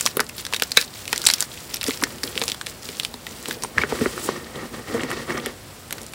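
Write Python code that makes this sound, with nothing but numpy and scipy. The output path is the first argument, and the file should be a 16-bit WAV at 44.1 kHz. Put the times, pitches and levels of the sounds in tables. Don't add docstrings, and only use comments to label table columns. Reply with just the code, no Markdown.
import sys
import numpy as np
from scipy import signal
from scipy.fft import rfft, irfft, next_fast_len
from scipy.io import wavfile

SR = 44100
rng = np.random.default_rng(int(sys.argv[2]) if len(sys.argv) > 2 else 0)


def ratio_of_db(decibels):
    return 10 ** (np.asarray(decibels, float) / 20)


def wav_out(sig):
    wavfile.write(sys.argv[1], SR, np.round(np.clip(np.atleast_2d(sig).T, -1, 1) * 32767).astype(np.int16))


N = 270774


def rms_one(x):
    return x / np.sqrt(np.mean(x ** 2) + 1e-20)


def peak_one(x):
    return x / (np.max(np.abs(x)) + 1e-20)


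def band(x, low_hz, high_hz, order=2):
    edges_hz = [low_hz, min(high_hz, 0.45 * SR)]
    return signal.sosfilt(signal.butter(order, edges_hz, "band", fs=SR, output="sos"), x)


def resonate(x, hz, width_hz):
    r = np.exp(-np.pi * width_hz / SR)
    poles = [1, -2 * r * np.cos(2 * np.pi * hz / SR), r * r]
    return signal.lfilter(np.array([1, 0, -1]) * (1 - r * r) / 2, poles, x)


def colour(x, spectrum):
    size = next_fast_len(N)
    hz, level_db = np.transpose(spectrum)
    bins_hz = np.arange(size // 2 + 1) * SR / size
    gain = ratio_of_db(np.interp(np.log(bins_hz + 1), np.log(hz), level_db))
    return rms_one(irfft(rfft(x, size) * gain, size)[:N])


def drift(rate_hz):
    r = np.exp(-2 * np.pi * rate_hz / SR)
    slow = signal.lfilter([1], [1, -2 * r, r * r], rng.standard_normal(N + SR))
    return rms_one(slow[SR:])


def grains(per_s, spread_db, clump_db, clump_rate_hz):
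    sizes = ratio_of_db(spread_db * np.minimum(rng.exponential(1, N), 3.6)) * rng.choice([-1, 1], N)
    born = rng.random(N) < per_s / SR
    return rms_one(sizes * born * ratio_of_db(clump_db * drift(clump_rate_hz)) + 1e-18)


def add(out, start_s, x):
    i = round(start_s * SR)
    out[i:i + len(x)] += x[:N - i]


# hz, density_db
ROOM_SPECTRUM = [(24, -74), (45, 0), (90, 3.5), (430, -5.5), (620, -6), (4700, -20), (15800, -25),
                 (17000, -64)]


def room():
    return ratio_of_db(-43) * colour(rng.standard_normal(N), ROOM_SPECTRUM)


def echoes(x):
    t = np.arange(SR // 4) / SR
    t60_s, first_echo_s = 0.14, 0.002
    tail = rng.standard_normal(len(t)) * ratio_of_db(-60 * t / t60_s) * (t > first_echo_s)
    tail = band(tail, 430, 7200, order=1)
    return ratio_of_db(-19) * signal.fftconvolve(x, tail / np.sqrt(np.sum(tail ** 2)))[:N]


def swells(moves, rest_db):
    rise_db_per_s, fall_db_per_s = 383, 266
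    t = np.arange(0, N + 32, 32) / SR
    power = ratio_of_db(2 * rest_db)
    for start_s, length_s, level_db in moves:
        rise_loss_db = rise_db_per_s * np.maximum(start_s - t, 0)
        fall_loss_db = fall_db_per_s * np.maximum(t - start_s - length_s, 0)
        power = power + ratio_of_db(2 * (level_db - np.minimum(rise_loss_db + fall_loss_db, 80)))
    return np.interp(np.arange(N) / SR, t, 10 * np.log10(power))


# start_s, length_s, grit_db, rain_db (crumbs raining on the tray)
SQUEEZES = [(0, 0.01, -30.5, -44.5), (0.062, 0.011, -33, -47), (0.19, 0.033, -57, -36),
            (0.389, 0.012, -34.5, -44), (0.523, 0.17, -42, -59), (0.786, 0.024, -29.5, -42),
            (0.953, 0.069, -38.5, -61), (1.09, 0.11, -36.5, -45.5), (1.246, 0.1, -32.5, -44),
            (1.396, 0.032, -34, -49), (1.525, 0.13, -41.5, -52), (1.705, 0.057, -38.5, -45.5),
            (1.865, 0.076, -33.5, -40.5), (2.002, 0.16, -42, -41), (2.237, 0.088, -38, -41.5),
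            (2.366, 0.15, -36.5, -41), (2.686, 0.025, -38, -61), (2.847, 0.21, -40, -49),
            (3.268, 0.18, -43, -46.5), (3.485, 0.041, -34.5, -36), (3.63, 0.035, -43, -39.5),
            (5.936, 0.098, -48.5, -42)]
# start_s, length_s, drag_db, dull_share_db, bright_share_db
STROKES = [(3.788, 0.043, -36, -4, -12), (3.898, 0.069, -38, -1.5, -2.5), (3.96, 0.021, -46.5, 5, 0),
           (4.017, 0.047, -33.5, -2.5, -5), (4.106, 0.11, -41, 0, -1), (4.193, 0.039, -46, 1, 3),
           (4.246, 0.019, -39.5, 3, 6.5), (4.284, 0.092, -39, -4, -8), (4.404, 0.19, -46.5, -5.5, -9),
           (4.558, 0.1, -41.5, -5.5, -10.5), (4.74, 0.053, -40.5, -7.5, -8),
           (4.886, 0.029, -37.5, -4.5, -8), (4.951, 0.021, -34.5, -7, -11), (5.01, 0.032, -33.5, -7.5, -15),
           (5.104, 0.025, -34, -4, -11), (5.174, 0.052, -37, -3.5, -11), (5.302, 0.0081, -30, -9, -13),
           (5.356, 0.025, -32.5, -12, -15.5), (5.445, 0.036, -38.5, -3, -13)]
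# grit_db, drag_db, rumble_db, dull_db, bright_db
REST_DB = [-51, -58, -54.5, -54, -52]


def hand():
    dust_db, rain_drag_db, stroke_rumble_db = -16.5, -11, 4
    grit = [(s, n, grit_db) for s, n, grit_db, _ in SQUEEZES]
    dust = [(s, n, grit_db + dust_db) for s, n, grit_db in grit]
    rain = [(s, n, rain_db) for s, n, _, rain_db in SQUEEZES]
    rain_drag = [(s, n, rain_db + rain_drag_db) for s, n, rain_db in rain]
    drag = [(s, n, drag_db) for s, n, drag_db, _, _ in STROKES]
    rumble = [(s, n, drag_db + stroke_rumble_db) for s, n, drag_db in drag]
    dull = [(s, n, drag_db + share_db) for s, n, drag_db, share_db, _ in STROKES]
    bright = [(s, n, drag_db + share_db) for s, n, drag_db, _, share_db in STROKES]
    moves = [grit, rain_drag + drag, rain + rumble, dust + dull, dust + bright]
    return [swells(each, rest_db) for each, rest_db in zip(moves, REST_DB)]


def rolling(level_db, peaks, per_s):
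    knocks = grains(per_s, spread_db=3.0, clump_db=2.2, clump_rate_hz=28)
    out = np.zeros(N)
    for hz, width_hz, peak_db in peaks:
        out += ratio_of_db(peak_db) * resonate(resonate(knocks, hz, width_hz), hz, width_hz)
    return ratio_of_db(level_db) * rms_one(out)


# pitch_hz, width_hz, level_db
TRAY_PEAKS = [(131.5, 102, 0.5), (233.3, 48.5, 6.5), (350, 176, 3.5), (460, 150, -0.5), (532, 770, -10.5)]


def rumble(level_db):
    return rolling(level_db, TRAY_PEAKS, per_s=1800)


# pitch_hz, width_hz, level_db
DRAG_PEAKS = [(760, 550, 1), (1147, 410, 6.5), (1853, 180, 10), (2210, 210, 5.5), (2560, 620, -1.5),
              (2980, 240, -6)]


def drag(level_db):
    return rolling(level_db, DRAG_PEAKS, per_s=1500)


def powder(level_db, spectrum, patchy_db):
    return ratio_of_db(level_db + patchy_db * drift(32)) * colour(rng.standard_normal(N), spectrum)


# hz, density_db
DULL_POWDER = [(1500, -11), (2500, -1), (4500, 0.5), (6500, -3.5), (10000, -30), (17000, -40)]


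def dull_powder(level_db):
    return powder(level_db, DULL_POWDER, patchy_db=2.2)


# hz, density_db
BRIGHT_POWDER = [(3500, -18), (6000, -4), (8000, -0.5), (13500, -11.5), (15700, -6.5), (16300, -40)]


def bright_powder(level_db):
    return powder(level_db, BRIGHT_POWDER, patchy_db=1.8)


# hz, density_db
GRIT_SPECTRUM = [(1200, -3), (2000, -3.5), (4700, -1.5), (8000, -3.5), (12000, -10), (15800, -4),
                 (17000, -64)]


def grit(level_db):
    edges_hz = np.geomspace(1200, 18000, 8)
    out = np.zeros(N)
    for low_hz, high_hz in zip(edges_hz, edges_hz[1:]):
        clicks = grains(per_s=1500, spread_db=4.6, clump_db=3.0, clump_rate_hz=45)
        out += band(clicks, low_hz, high_hz, order=1)
    return ratio_of_db(level_db) * colour(out, GRIT_SPECTRUM)


def squeak():
    start_s, note_s, scrape_s = 3.819, 0.003, 0.0066
    pitch_hz, rise_hz_per_s = 2250, 21000
    t = np.arange(N) / SR - start_s
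    phase = 2 * np.pi * (pitch_hz * t + 0.5 * rise_hz_per_s * t * t)
    note = ratio_of_db(2.5 * drift(150)) * (np.sin(phase) + ratio_of_db(-22) * np.sin(2 * phase))
    note = np.exp(-0.5 * (t / note_s) ** 2) * note
    scrape = rms_one(resonate(rng.standard_normal(N), pitch_hz, 900))
    scrape = np.exp(-0.5 * (t / scrape_s) ** 2) * scrape
    return ratio_of_db(-17.5) * (note + ratio_of_db(-10) * scrape)


# start_s, level_db, pitch_hz, t60_s
THUDS = [(0.054, -22.5, 506, 0.012), (0.168, -14, 378, 0.022), (0.193, -18.5, 420, 0.093),
         (0.534, -25.5, 426, 0.029), (0.62, -21.5, 405, 0.017), (0.77, -11.5, 420, 0.016),
         (1.128, -23, 420, 0.031), (1.85, -33, 580, 0.041), (1.882, -15.5, 262, 0.051),
         (2.027, -18.5, 276, 0.046), (2.236, -25, 255, 0.043), (2.358, -27, 230, 0.034),
         (2.413, -24.5, 460, 0.099), (3.481, -27.5, 261, 0.048)]
# start_s, level_db, pitch_hz, t60_s
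SHOVES = [(3.784, -23.5, 200, 0.05), (3.834, -19.5, 408, 0.087), (3.922, -15, 422, 0.05),
          (4.011, -11.5, 237, 0.094), (4.035, -31, 220, 0.062), (4.059, -11, 368, 0.04),
          (4.176, -34, 355, 0.09), (4.24, -30, 294, 0.079), (4.287, -11.5, 371, 0.032),
          (4.646, -31, 204, 0.093), (4.893, -26.5, 291, 0.17), (4.942, -16.5, 457, 0.095),
          (5.03, -23, 260, 0.071), (5.087, -30, 504, 0.12), (5.174, -37, 350, 0.066),
          (5.292, -20, 349, 0.18), (5.343, -21, 362, 0.083), (5.465, -23, 384, 0.041)]
# start_s, level_db, pitch_hz, t60_s
BUMPS = [
    (3.77, -30.5, 75.4, 0.28),
    (3.932, -36, 59.5, 0.17),
    (4.011, -28, 99, 0.13),
    (4.07, -37, 60, 0.44),
]
# start_s, level_db, pitch_hz, t60_s
DROPS = [
    (2.668, -36, 460, 0.047),
    (2.734, -44, 270, 0.053),
    (2.848, -43, 340, 0.057),
    (2.888, -31.5, 407, 0.055),
    (2.97, -39, 189, 0.067),
    (3.086, -39, 229, 0.065),
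    (3.139, -32.5, 238, 0.13),
    (3.312, -33, 227, 0.06),
    (3.566, -33, 440, 0.068),
    (3.638, -31, 420, 0.078),
]


def thuds():
    tray_low_hz, tray_high_hz, low_lasts = 238, 420, 0.85
    out, t = np.zeros(N), np.arange(5000) / SR
    sagging = 2 * np.pi * (t + 0.00099 * (1 - np.exp(-t / 0.0019)))
    for start_s, level_db, pitch_hz, t60_s in THUDS + SHOVES + BUMPS + DROPS:
        shift = rng.random(2) * 2 * np.pi
        t60_s = max(t60_s, 0.01)
        partner_hz, lasts = (tray_low_hz, low_lasts) if pitch_hz > 320 else (tray_high_hz, 1 / low_lasts)
        ring = np.sin(pitch_hz * sagging) + 0.26 * np.sin(1.457 * pitch_hz * sagging + shift[0])
        ring = ring * ratio_of_db(-60 * t / t60_s)
        partner = ratio_of_db(-4.5 - 60 * t / (lasts * t60_s)) * np.sin(partner_hz * sagging + shift[1])
        partner = partner * (pitch_hz > 150)
        push = np.minimum(t / 0.0033, 1)
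        add(out, start_s + 0.0018, ratio_of_db(level_db + 2) * peak_one((ring + partner) * push))
    return out


# start_s, pitch_hz, level_db, t60_s
CLINKS = [
    (.081, 10450, -26, .024),
    (.172, 10700, -30, .045),
    (3.637, 8790, -22, .05),
    (.773, 2245, -7, .035),
    (.774, 2600, -14, .05),
    (.784, 2430, -21, .07),
    (.772, 3985, -5, .04),
    (.773, 1570, -11, .04),
]


def clinks():
    out, t = np.zeros(N), np.arange(4096) / SR
    for start_s, pitch_hz, level_db, t60_s in CLINKS:
        add(out, start_s, ratio_of_db(level_db - 60 * t / t60_s) * np.sin(2 * np.pi * pitch_hz * t))
    return out


# start_s, level_db, pitch_hz
SPLINTERS = [(0.2905, -15, 7000), (0.169, -5, 10700), (0.2025, 3, 9000), (0.2414, -16, 8720),
             (0.6219, -7, 7400), (0.743, -19, 7190), (1.2464, -9, 7050), (1.268, 15.5, 7600),
             (1.2844, 0, 8660), (1.3144, -4, 8420), (1.741, -14, 7270), (1.7674, -10, 8300),
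             (1.83, -5, 14800), (1.8504, -22, 10200), (1.8736, -5, 8150), (1.8817, -7, 10100),
             (2.027, -6.5, 9070), (2.6973, -12, 7810), (2.866, -21, 10500), (3.485, -4.5, 8500),
             (2.618, -18, 8000), (4.941, -16, 8840), (5.0155, -17, 7440), (5.035, -13, 7210),
             (5.1028, -15, 7710), (5.1147, -13.5, 10000), (5.4612, -8, 10300), (5.9083, -14, 8300),
             (5.9256, -8, 11800), (5.9692, -23, 8400), (6.031, -19, 9500), (6.0829, -21, 7670),
             (6.1233, -20, 8700)]
# start_s, level_db, pitch_hz
TICKS = [(0.266, -16, 4900), (0.4888, -22, 5740), (0.8784, -17, 3900), (0.9373, -22, 3610),
         (1.2308, -15, 4200), (1.283, -5, 3970), (1.36, -18, 3630), (1.399, -12, 6980), (1.516, -14, 3800),
         (1.5745, -16.5, 2750), (1.711, -18, 3620), (1.7384, -9, 5590), (1.878, -5, 5640),
         (1.9354, -25, 5610), (2.014, -16, 5600), (2.106, -18, 4050), (2.183, -18, 3150),
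         (2.2753, -12, 3400), (2.328, -19, 3110), (2.824, -17, 4860), (3.3109, -19, 5760),
         (3.7806, -16, 2740), (4.557, -17, 3250), (5.007, -13, 2760), (5.0868, -24, 2740),
         (5.1434, -22, 2950), (2.3948, -11, 9000), (5.3053, -26, 3120), (5.3224, -15.5, 5110),
         (3.322, -19, 5500), (3.994, -16, 9100), (5.3734, -13, 3330), (5.3994, -16, 2990)]
# start_s, level_db, pitch_hz
TAPS = [
    (1.9164, -21, 2360),
    (2.0187, -14, 1840),
    (2.069, -18, 1020),
    (3.9534, -13.5, 1350),
    (3.9888, -13, 1730),
    (4.9945, -11, 1910),
]
# start_s, level_db, pitch_hz
SPARKS = [(.0095, -14, 14500), (.135, -28, 13000), (0.169, 2, 14500), (.203, -8, 14500), (.292, -13, 12500),
          (.366, -15, 13000), (0.623, -1, 13500), (.708, -27, 14500), (1.2845, -12, 13500),
          (1.341, -12, 14500), (1.415, -16, 14500), (1.744, -5, 14000), (1.851, -23, 14500),
          (1.884, -18, 14000), (1.9165, -17, 14000), (3.783, -7.5, 5400), (4.179, -26, 14800),
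          (5.378, -9, 5460)]


def splinters():
    run_on_s, width = 0.014, 0.38
    out, t = np.zeros(N), np.arange(1024) / SR
    for start_s, level_db, pitch_hz in SPLINTERS + TICKS + TAPS + SPARKS:
        uneven_db = 8 * rng.standard_normal(len(t))
        burst = rng.standard_normal(len(t)) * ratio_of_db(uneven_db - 60 * t / run_on_s)
        ring = resonate(resonate(burst, pitch_hz, width * pitch_hz), pitch_hz, 2 * width * pitch_hz)
        add(out, start_s, ratio_of_db(level_db - 9.5) * peak_one(ring))
    return out


# start_s, level_db, pitch_hz
SNAPS = [(0.1086, -24, 5000), (0.4666, -12.5, 4400), (0.7089, -19, 6500), (0.7634, -16, 5600),
         (0.7693, -10, 4200), (1.1429, -19, 4560), (1.1788, -3, 7500), (1.441, -20, 4200),
         (1.9014, -15, 6600), (1.9162, -17, 9200), (1.9272, -21, 7100), (2.0036, -21, 4700),
         (2.3774, -3, 3140), (2.4495, -23, 5000), (2.8322, -19.5, 5700), (2.8914, -20, 3850),
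         (2.9519, -22, 3280), (2.97, -18, 6600), (3.4274, -19, 7900), (3.6292, -22, 7000),
         (4.4451, -24, 4100), (5.9266, -12, 4600), (6.0169, -19, 8100), (6.0658, -18, 7200),
         (.5364, -5, 3600),
    (2.2343, -14, 4500),
    (2.4165, -5.5, 3500),
    (2.4378, -5, 6500),
    (2.489, -11, 6500),
    (2.519, -7.5, 3900),
    (3.0341, -17, 3600),
]


def snaps():
    cycles, crumble_s = 0.42, 0.016
    out, t = np.zeros(N), np.arange(-32, 992) / SR
    for start_s, level_db, pitch_hz in SNAPS:
        phase = rng.uniform(0, 2 * np.pi)
        swing = np.exp(-0.5 * (t * pitch_hz / cycles) ** 2) * np.cos(2 * np.pi * pitch_hz * t + phase)
        crumble = rng.standard_normal(len(t)) * (t > 0) * ratio_of_db(-60 * t / crumble_s)
        crumble = peak_one(band(crumble, 0.59 * pitch_hz, 1.8 * pitch_hz, order=1))
        add(out, start_s + t[0], ratio_of_db(level_db) * (peak_one(swing) + ratio_of_db(-15) * crumble))
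    return out


def cracks(table, run_on_s, width):
    out, t = np.zeros(N), np.arange(2048) / SR
    for start_s, low_hz, low_db, high_hz, high_db in table:
        hiss_db = high_db - 17 + 16.5 * np.log2(high_hz / 4000)
        slips = rng.standard_normal(len(t)) * ratio_of_db(5.72 * rng.standard_normal(len(t)))
        hold_s = 0.00041 * max(low_db, high_db, 0)
        burst = slips * ratio_of_db(-60 * np.maximum(t - hold_s, 0) / run_on_s) * np.minimum(t / 0.000053, 1)
        burst[16] += 12 * np.sign(slips[0])
        low = band(resonate(burst, low_hz, width * low_hz) + ratio_of_db(-14) * burst, 680, 2450)
        high = band(resonate(burst, high_hz, width * high_hz) + ratio_of_db(-13) * burst, 3230, 10830)
        hiss = band(burst, 4400, 12600) + ratio_of_db(-19) * band(burst, 11600, 13100)
        rings = ratio_of_db(low_db) * peak_one(low) + ratio_of_db(high_db) * peak_one(high)
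        add(out, start_s, rings + ratio_of_db(hiss_db) * peak_one(hiss))
    return out


# start_s, level_db, pitch_hz, edge_share_db
KNOCKS = [(3.777, -15, 1500, -12), (3.7815, 1.5, 1630, -27), (3.791, -14.5, 1230, -13),
          (3.8358, -4.5, 1660, -32), (3.923, -16, 845, -14), (4.059, -7.5, 1430, -25),
          (4.178, -16.5, 1270, -14), (4.289, -10, 1070, -22), (4.943, -23, 1930, -12),
          (5.034, -12.5, 2060, -6), (5.104, -19, 1180, -14), (5.114, -14.5, 1950, -9),
          (5.119, -20, 1900, -15), (5.305, -12, 1830, -22), (5.376, -19, 1860, -7),
          (4.011, -20.5, 1500, -5), (5.46, -18.5, 1850, 6), (5.466, -17.5, 1820, -7)]


def knocks():
    table = [(start_s, pitch_hz, level_db, 3400, level_db + edge_db - 0.5)
             for start_s, level_db, pitch_hz, edge_db in KNOCKS]
    return cracks(table, run_on_s=0.008, width=0.25)


# start_s, level_db, high_hz, low_hz,
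# low_share_db
LUMP_BREAKS = [(0.0094, -6.5, 7960, 2480, -17), (0.0553, -10, 6500, 1580, -27),
               (0.0619, 1, 5140, 1070, -19.5), (0.072, -12, 3090, 2610, -3.5),
               (0.113, -22, 4000, 1460, -25), (0.17, -13, 3560, 1330, -8), (0.1946, -14.5, 3900, 1480, 4),
               (0.203, -4, 4900, 1910, -12), (0.207, -10.5, 2870, 1230, -4),
               (0.2946, -20.5, 4940, 2600, -6.5), (0.381, -16.5, 4040, 2820, -13),
               (0.4511, -15.5, 3840, 1450, -15.5), (0.4656, -15, 4740, 1550, -14),
               (0.526, -16, 3650, 930, -9), (0.536, -4.5, 3700, 2840, -8.5),
               (0.5444, -6.5, 3480, 1530, -17), (0.5631, -11.5, 3900, 2780, -12),
               (0.5983, -11, 3500, 2740, -10.5), (0.6216, 0, 3280, 1550, -13.5),
               (0.6344, -7.5, 5600, 1520, -33), (0.7178, -6.5, 4630, 1900, -22),
               (0.7681, -18, 4020, 2900, -3), (0.7715, 5, 3900, 1580, -10.5), (0.787, -15, 3950, 2580, -9),
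                (0.8131, -7, 4010, 1620, -24), (0.825, -17.5, 3970, 2500, -10),
                (1.0545, -19, 3440, 2650, -13), (1.0784, -9.5, 2690, 2370, -15),
                (1.1288, -0.5, 3320, 1390, -13.5), (1.16, -12.5, 5740, 1970, -15),
                (1.178, -15, 3570, 2760, -18), (1.217, -11.5, 3950, 2870, -21),
                (1.2404, -16.5, 7110, 1610, -9), (1.253, -5, 5670, 1250, -27),
                (1.2649, 1.5, 3870, 2250, -23), (1.268, 4.5, 3970, 2700, -16),
                (1.288, 0, 3800, 2200, -13.5), (1.3006, -2, 4650, 2250, -14),
                (1.3112, -5.5, 5500, 2210, -21), (1.3372, -0.5, 5160, 2670, -17),
                (1.383, -17, 6190, 2770, -16), (1.4055, -3, 7200, 2780, -20.5),
                (1.4153, -16, 5280, 1520, -14), (1.4242, -8, 5800, 1410, -15),
               (1.742, -7.5, 5610, 2220, -16.5), (1.7593, -16, 5700, 2250, -21), (1.769, -16.5, 3920, 2550, -13),
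          (1.812, -10, 3840, 2900, -14), (1.817, -16, 4850, 2730, -12), (1.83, -13.5, 3950, 2670, -8.5),
          (1.84, -9.5, 3990, 2900, -16), (1.865, -14, 5000, 1950, -13.5), (1.882, -13, 5700, 2400, -10.5),
          (1.894, -16, 3170, 1140, -10.5), (1.9075, -11, 4170, 2240, -11), (1.9733, -19.5, 5530, 2760, -11),
          (2.0237, -23.5, 4830, 980, 4), (2.037, -0.5, 5600, 1850, -10), (2.2334, -11, 5600, 1900, -12),
          (2.237, -8, 4770, 1170, -25), (2.3548, -16, 3450, 2640, -10), (2.377, -14, 3470, 2600, -14),
          (2.4156, -13.5, 3900, 900, -11.5), (2.4217, -11.5, 3470, 2050, -11.5),
          (2.437, -12.5, 5300, 1130, -15), (2.4802, -6.5, 5200, 2800, -13), (2.499, -11.5, 3800, 2380, -16),
          (2.5177, -7, 3500, 2760, -40),
               (2.489, -15, 3900, 2450, -13), (2.545, -21, 3160, 1260, -10.5),
               (2.6124, -14, 3330, 1520, -9.5), (2.663, -17, 3460, 2840, -14),
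               (2.6676, -13, 3670, 2240, -9.5), (2.889, -17.5, 3220, 1930, -11),
               (2.9982, -6, 3480, 2350, -15.5), (3.033, -15.5, 3500, 2810, -14),
               (3.0491, -5, 3070, 2250, -17), (3.1406, -19.5, 3740, 870, -12.5),
               (3.267, -17.5, 3220, 1960, -9), (3.457, -15, 3130, 1450, -13),
               (3.485, -19.5, 4750, 816, -12), (3.5095, -13, 3700, 1700, -7), (3.623, -16, 5000, 2620, -14),
               (3.6355, -9, 6300, 960, -15.5), (3.647, -27.5, 5280, 810, 4.5),
               (5.908, -16.5, 3180, 1710, -11), (5.926, -11, 3240, 2730, -10.5),
               (5.9818, -24, 4200, 1680, -8), (6.0157, -29, 5930, 1290, -28), (6.0644, -31, 4350, 802, -20),
               (6.1354, -18.5, 2880, 2630, -8)]


def breaks():
    table = [(start_s, low_hz, level_db + share_db + 5.5, high_hz, level_db)
             for start_s, level_db, high_hz, low_hz, share_db in LUMP_BREAKS]
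    return cracks(table, run_on_s=0.021, width=0.26)


def scene():
    grit_db, drag_db, rumble_db, dull_db, bright_db = hand()
    crumbs = rumble(rumble_db) + drag(drag_db)
    crumbs += dull_powder(dull_db) + bright_powder(bright_db) + grit(grit_db)
    blows = squeak() + thuds() + clinks() + splinters() + snaps() + knocks() + breaks()
    return (room() + crumbs + blows + echoes(blows))[None]


# pitch_hz, width_hz, share_removed (0-1)
MIC_DIPS = [(6430, 720, 0.34), (14000, 1200, 0.03)]


def microphone(x):
    for pitch_hz, width_hz, share in MIC_DIPS:
        x = x - share * resonate(x, pitch_hz, width_hz)
    return np.clip(x, -1, 1)


def roll_off(x):
    return signal.sosfilt(signal.butter(12, 15840, fs=SR, output="sos"), x)


def record(dry):
    mix = microphone(dry)
    return roll_off(mix)


dry = scene()
out = record(dry)
wav_out(out)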